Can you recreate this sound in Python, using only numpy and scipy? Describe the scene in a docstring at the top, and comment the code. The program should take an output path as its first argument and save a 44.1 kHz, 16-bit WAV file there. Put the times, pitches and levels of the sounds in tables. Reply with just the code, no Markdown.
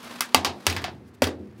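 """A soft rub over a faint hum comes first, then clicks and knocks, the heavier with a hollow steel boom.
A ribbed plastic agitator plate is lifted, turned over and knocked on a washing machine in a small room.
Filtered noise makes the rub, rumble and air; a wavering sine makes the hum. Each knock is a noise crack
with damped plate modes and a room tail; heavy blows also excite damped modes of the cabinet.
The near microphone overloads on the hardest knock."""
import sys
import numpy as np
from scipy import signal
from scipy.fft import rfft, irfft, next_fast_len
from scipy.io import wavfile
from scipy.ndimage import uniform_filter1d, map_coordinates

SR = 44100
rng = np.random.default_rng(int(sys.argv[2]) if len(sys.argv) > 2 else 0)


def store_pcm(level_fs):
    """Save levels as 16-bit WAV."""
    pcm = np.round(np.clip(level_fs, -1, 1) * 32767).astype(np.int16)
    wavfile.write(sys.argv[1], SR, np.atleast_2d(pcm).T)


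N = 70560  # samples in the scene
BLOW_SIZE = 24000  # samples in one blow

# quiet air of the room: frequency_hz, density_db
AIR_SPECTRUM = [(20, -41), (60, -18), (130, -6.5), (230, 4), (370, -4.5), (600, -14), (1100, -18),
                (2200, -22), (3500, -35.5), (8000, -45.5), (16000, -55.5)]
# strength of the hum: time_s, level_db
HUM_LEVEL = [(0, -49), (.15, -45), (.32, -48.5), (.45, -50.5), (1.6, -59.5)]
# low handling rumble: time_s, level_db
RUMBLE_LEVEL = [(0, -59.5), (.28, -65), (.6, -66), (.75, -40), (1.02, -48.5), (1.17, -56), (1.42, -50),
                (1.6, -47.5)]
# colour of the rumble: frequency_hz, density_db
RUMBLE_SPECTRUM = [(20, -42), (50, -29.5), (80, -4), (115, -2), (170, -11), (350, -11.5), (600, -30),
                   (2000, -59.5)]
# strength of the sliding friction: time_s, level_db
SLIDE_LEVEL = [(0, -47), (.04, -45), (.13, -42), (.2, -45), (.28, -50), (.34, -50.5), (.56, -55),
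               (.645, -51), (.72, -42.5), (1, -65.5)]
# colour of the sliding friction: frequency_hz, density_db
SLIDE_SPECTRUM = [(200, -15), (350, -3.5), (700, -1.5), (1050, 1), (1400, -2.5), (2500, -6), (4500, -8),
                  (7000, -17), (11000, -19.5), (16000, -27.5)]
# light brushes of the fingers: centre_s, level_db, length_s
FINGER_BRUSHES = [(0.031, -43, 0.0032), (0.047, -44, 0.006), (1.084, -63, 0.0242), (1.148, -59, .016),
                  (1.59, -62, 0.0282)]
# blows that reach the cabinet: start_s, boom_db, panel_db
CABINET_BLOWS = [(0.356, -32, -33.5), (0.464, -37, -36), (.669, -25, -32.5), (0.759, -39, -53),
                 (0.829, -42, -40.5), (1.222, -25.5, -37), (1.385, -40, -39)]
# modes of the hollow cabinet: frequency_hz, level_db, t60_s
BOOM_MODES = [(86.7, 3, .36), (91.4, 1.5, 0.27), (99, -17, .2)]
# modes of the cabinet's panels: frequency_hz, level_db, t60_s
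PANEL_MODES = [(133.6, -11.5, .6), (203.3, -5.5, 0.77), (242, -5.5, 0.25), (266.8, -5.5, 0.46),
               (307, -8.5, 0.76), (353.3, -7.5, .8), (379.6, -6.5, .55), (420, -10.5, 0.4), (490, -16.5, 1)]
# contacts of the plate: start_s, level_db, bass_db, middle_db, upper_middle_db, treble_db,
# crack_t60_s, ring_db, room_db, spot_hz (resonance of the struck spot), spot_db (its lift)
PLATE_CONTACTS = [(0.2075, -12.5, -15.5, 1, 2.5, 5.5, 0.0062, -8.5, -14, 1350, -2),
                  (0.2211, -29, -4, 6.5, 4.5, -12, 0.017, -13.5, -18, 1230, 12),
                  (.2578, -51, 1, 10, 1, 14, 0.013, -15, -26, 1800, -2),
                  (0.3458, -1, -2.5, 7, -4, -1.5, 0.011, -10.5, -16.5, 2900, 5),
                  (0.4477, -12, -3.5, 5, -6.5, -5.5, 0.0067, -9, -7, 3750, 8.5),
                  (0.6667, -9, -3, 2.5, -1.5, -2, .016, -25.5, -10, 5600, 8),
                  (0.6983, -24.5, -3, -2, -5, -3.5, .025, -7.5, -2.5, 5470, 6),
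                  (.726, -32.5, -1.5, 4, -29, -2, .025, -8, -4.5, 2310, 22),
                  (0.7647, -17.5, -17, 4.5, 3, -8.5, 0.0073, -13.5, -10.5, 2150, 6.5),
                  (0.818, -42, 10, 14, 9, 0, 0.0087, -7.5, -3, 1530, 2),
                  (0.8415, -21.5, -8, 4.5, -2.5, -10, 0.019, -17, -7, 722, 19),
                  (0.8813, -35.5, 5, 6, 6, -31, 0.011, -6, -9.5, 690, 17),
                  (1.2204, -19.5, 9.5, 8, 7, -1.5, 0.03, -2.5, -7, 567, 12.5),
                  (1.2323, -26.5, 6.5, -2, 5.5, 0, 0.048, -10, -13, 2300, 4),
                  (1.241, -26, -17, -33, -4, 0.5, 0.02, -3.5, -3, 3540, 16),
                  (1.2698, -34, 13, 4.5, 2, -1.5, 0.0083, 3, -1, 1250, 11.5)]
# modes of the plate: frequency_hz, level_db, t60_s
PLATE_MODES = [(258.4, -5.5, 0.12), (546, -6.5, 0.033), (736.7, -12, .09), (892, -8.5, .045),
               (1043, -5, 0.018), (1156, -7, 0.039), (2054, -11.5, 0.12), (2595, -8, .08),
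               (3260, -9.5, 0.044), (3783, -23.5, 0.21), (4480, -6, 0.051), (4690, -4.5, 0.03),
               (4894, -4, 0.043), (5670, 0, 0.019)]
# colour of the contact crack: frequency_hz, density_db
CRACK_SPECTRUM = [(30, -37.5), (150, -17), (290, 6.5), (420, 6), (680, 1.5), (1000, -3), (1450, -1.5),
                  (2900, 4), (3700, -3), (4800, -3.5), (7200, -4), (12000, -6), (16000, -14)]
# colour of the room's answer: frequency_hz, density_db
ROOM_SPECTRUM = [(30, -37.5), (70, -25), (160, -10), (260, 2.5), (600, -1.5), (1100, -4.5), (1600, 4.5),
                 (2600, 0), (5200, -3.5), (7500, -8), (12000, -11.5), (16000, -10.5)]
# decay of the room's answer: frequency_hz, t60_s
ROOM_DECAY = [(100, 0.55), (300, 0.53), (700, 0.45), (1400, .19), (4000, 0.19), (10000, 0.13),
              (16000, 0.07)]

AIR_DB = -52.5
HUM_HZ, HUM_WAVER = 240.5, 0.003  # waver is a fraction of the pitch
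BOOM_RISE_S, PANEL_RISE_S = 0.012, 0.0067  # time constants
CRACK_RISE_S, ROOM_RISE_S = 0.0001, 0.00067  # time constants
SNAP_DB = 0.5  # relative strength of the impulse that opens a crack
EVEN_HZ = 140  # width over which a crack's power is evened out
SPOT_OCTAVES = 0.33  # half width of a spot's resonance
CLIP_TOP = 0.85  # ceiling of the overload, full scale = 1
LOW_CUT_HZ, TOP_HZ, EDGE_HZ = 52, 16200, 600


def amp(db):
    """Level as amplitude: 20 dB is a tenfold gain."""
    return 10 ** (np.asarray(db) / 20)


def unit(x):
    """Normalization of signal power: scale to rms 1."""
    return x / np.sqrt(np.mean(x ** 2) + 1e-20)


def along(points, hz):
    """Logarithmic frequency scale: interpolate (Hz, value) points along it."""
    f, v = np.transpose(points)
    return np.interp(np.log(hz + 1), np.log(f + 1), v)


def coloured(x, *curves):
    """Minimum-phase filtering: the folded cepstrum of the summed (Hz, dB) curves gives a causal response."""
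    m = 2 * next_fast_len(len(x) // 2 + 2048, real=True)
    hz = np.fft.rfftfreq(m, 1 / SR)
    gain = amp(sum(along(points, hz) for points in curves))
    cepstrum = irfft(np.log(gain), m)
    cepstrum[1:m // 2] *= 2
    cepstrum[m // 2 + 1:] = 0
    response = np.exp(rfft(cepstrum))
    return irfft(rfft(x, m) * response, m)[:len(x)]


def noise(points, size=N):
    """Spectral shaping: white noise is coloured and brought to rms 1."""
    return unit(coloured(rng.standard_normal(size), points))


def wobble(rate):
    """Slow random modulation: a smooth curve through rate knots a second."""
    knots = rng.standard_normal(int(N * rate / SR) + 4)
    return map_coordinates(knots, [np.arange(N) * rate / SR])


def level(points):
    """Amplitude envelope: an (s, dB) curve as a gain for every sample."""
    return amp(np.interp(np.arange(N) / SR, *np.transpose(points)))


def fade(t60):
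    """Exponential decay: gain falls by 60 dB in t60 seconds."""
    return np.exp(-np.log(1000) * np.arange(BLOW_SIZE) / SR / t60)


def rise(seconds):
    """Exponential build-up: gain grows from 0 towards 1 with this time constant."""
    return 1 - np.exp(-np.arange(BLOW_SIZE) / SR / seconds)


def ring(modes, scatter_db, detune):
    """Modal superposition: damped sines with random sign, level and pitch scatter at each blow."""
    t = np.arange(BLOW_SIZE) / SR
    chance = rng.standard_normal((len(modes), 3))
    out = np.zeros(BLOW_SIZE)
    for (hz, db, t60), (level_shift, pitch_shift, polarity) in zip(modes, chance):
        tone = np.sin(2 * np.pi * hz * (1 + detune * pitch_shift) * t)
        out += amp(db + scatter_db * level_shift) * fade(t60) * np.sign(polarity) * tone
    return out


def add(out, s, x):
    """Linear superposition: mix x in from time s, its last tenth eased out."""
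    i = max(0, round(s * SR))
    eased = x * np.minimum(1, np.linspace(10, 0, len(x)))
    out[i:i + len(x)] += eased[:N - i]


def air():
    """Broadband background: steady coloured noise stands for the quiet air of the room."""
    return amp(AIR_DB) * noise(AIR_SPECTRUM)


def hum():
    """Frequency modulation: a faint sine of nearly steady pitch and level, strongest near the start."""
    hz = HUM_HZ * (1 + HUM_WAVER * wobble(10))
    phase = 2 * np.pi * np.cumsum(hz) / SR
    return level(HUM_LEVEL) * np.sin(phase) * amp(wobble(12))


def rumble():
    """Low-frequency random vibration: the carried plate rumbles as coloured noise."""
    return level(RUMBLE_LEVEL) * noise(RUMBLE_SPECTRUM)


def rubbing():
    """Friction noise: plastic slides over the lid with random strength and fingers brush the ribs."""
    t = np.arange(N) / SR
    scrape = level(SLIDE_LEVEL) * noise(SLIDE_SPECTRUM) * amp(1.8 * wobble(150))
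    touch = sum(amp(db) * np.exp(-(2 * (t - s) / length) ** 2) for s, db, length in FINGER_BRUSHES)
    brush_spectrum = [(300, -14.5), (2200, 0.5), (5000, -6), (10000, -6), (16000, -12)]  # Hz, dB
    return scrape + touch * noise(brush_spectrum)


def cabinet():
    """Modal resonance: the steel shell swells into a low boom and its panels ring on."""
    out, t = np.zeros(N), np.arange(BLOW_SIZE) / SR
    boom = sum(amp(db) * fade(t60) * np.sin(2 * np.pi * hz * t) for hz, db, t60 in BOOM_MODES)
    boom = boom * rise(BOOM_RISE_S) ** 2
    for s, boom_db, panel_db in CABINET_BLOWS:
        panels = ring(PANEL_MODES, scatter_db=2, detune=0.012) * rise(PANEL_RISE_S)
        add(out, s, amp(boom_db) * boom + amp(panel_db) * panels)
    return out


def room_tail():
    """Frequency-dependent reverberation: in the room's answer to a blow the treble dies first."""
    hz, t, z = signal.stft(noise(ROOM_SPECTRUM, size=BLOW_SIZE), SR, nperseg=256)
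    z = z * np.exp(-np.log(1000) * t / along(ROOM_DECAY, hz)[:, None])
    tail = signal.istft(z, SR, nperseg=256)[1][:BLOW_SIZE]
    return tail * rise(ROOM_RISE_S)


def burst(t60):
    """Impact excitation: brief chatter at the contact, its energy spread evenly over frequency."""
    force = rng.standard_normal(BLOW_SIZE) * fade(t60) * rise(CRACK_RISE_S)
    force[2] += 2 * amp(SNAP_DB)
    z = rfft(force)
    power = np.abs(uniform_filter1d(np.abs(z) ** 2, int(EVEN_HZ * BLOW_SIZE / SR)))
    even = irfft(z * np.sqrt(power.mean() / power))
    return even * (np.arange(BLOW_SIZE) < BLOW_SIZE // 2)  # keep the first half only


def plate():
    """Impact and modal response: each contact cracks and rings the plate, coloured by the struck spot."""
    out = np.zeros(N)
    for (s, db, bass_db, middle_db, upper_db, treble_db,
         crack_t60, ring_db, room_db, spot_hz, spot_db) in PLATE_CONTACTS:
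        colour = [(520, bass_db), (850, middle_db), (1150, middle_db), (1450, upper_db),
                  (2700, 0.028), (4800, 0.011), (9500, treble_db)]
        resonance = [(spot_hz / 2 ** SPOT_OCTAVES, 0), (spot_hz, spot_db), (spot_hz * 2 ** SPOT_OCTAVES, 0)]
        crack = 2 * coloured(burst(crack_t60), CRACK_SPECTRUM)
        ringing = amp(ring_db) * ring(PLATE_MODES, scatter_db=0, detune=0.0014)
        direct = coloured(crack + ringing, resonance)
        knock = coloured(direct + amp(room_db) * room_tail(), colour)
        add(out, s, amp(db) * knock)
    return out


def scene():
    """Superposition of sources: air, hum, rumble and rubbing lie under the cabinet and the plate."""
    return (air() + hum() + rumble() + rubbing() + cabinet() + plate())[None]


def record(dry):
    """Microphone limits: deep bass is cut, the hardest peaks saturate and the treble is band-limited."""
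    high_pass = signal.butter(2, LOW_CUT_HZ, "highpass", fs=SR, output="sos")
    dry = signal.sosfilt(high_pass, dry)
    clipped = dry / (1 + np.abs(dry / CLIP_TOP) ** 6) ** (1 / 6)
    m = next_fast_len(N + SR // 2)
    edge = np.clip((TOP_HZ - np.fft.rfftfreq(m, 1 / SR)) / EDGE_HZ, 0, 1)
    return irfft(rfft(clipped, m) * np.sin(edge * np.pi / 2) ** 2, m)[..., :N]


dry = scene()
out = record(dry)
store_pcm(out)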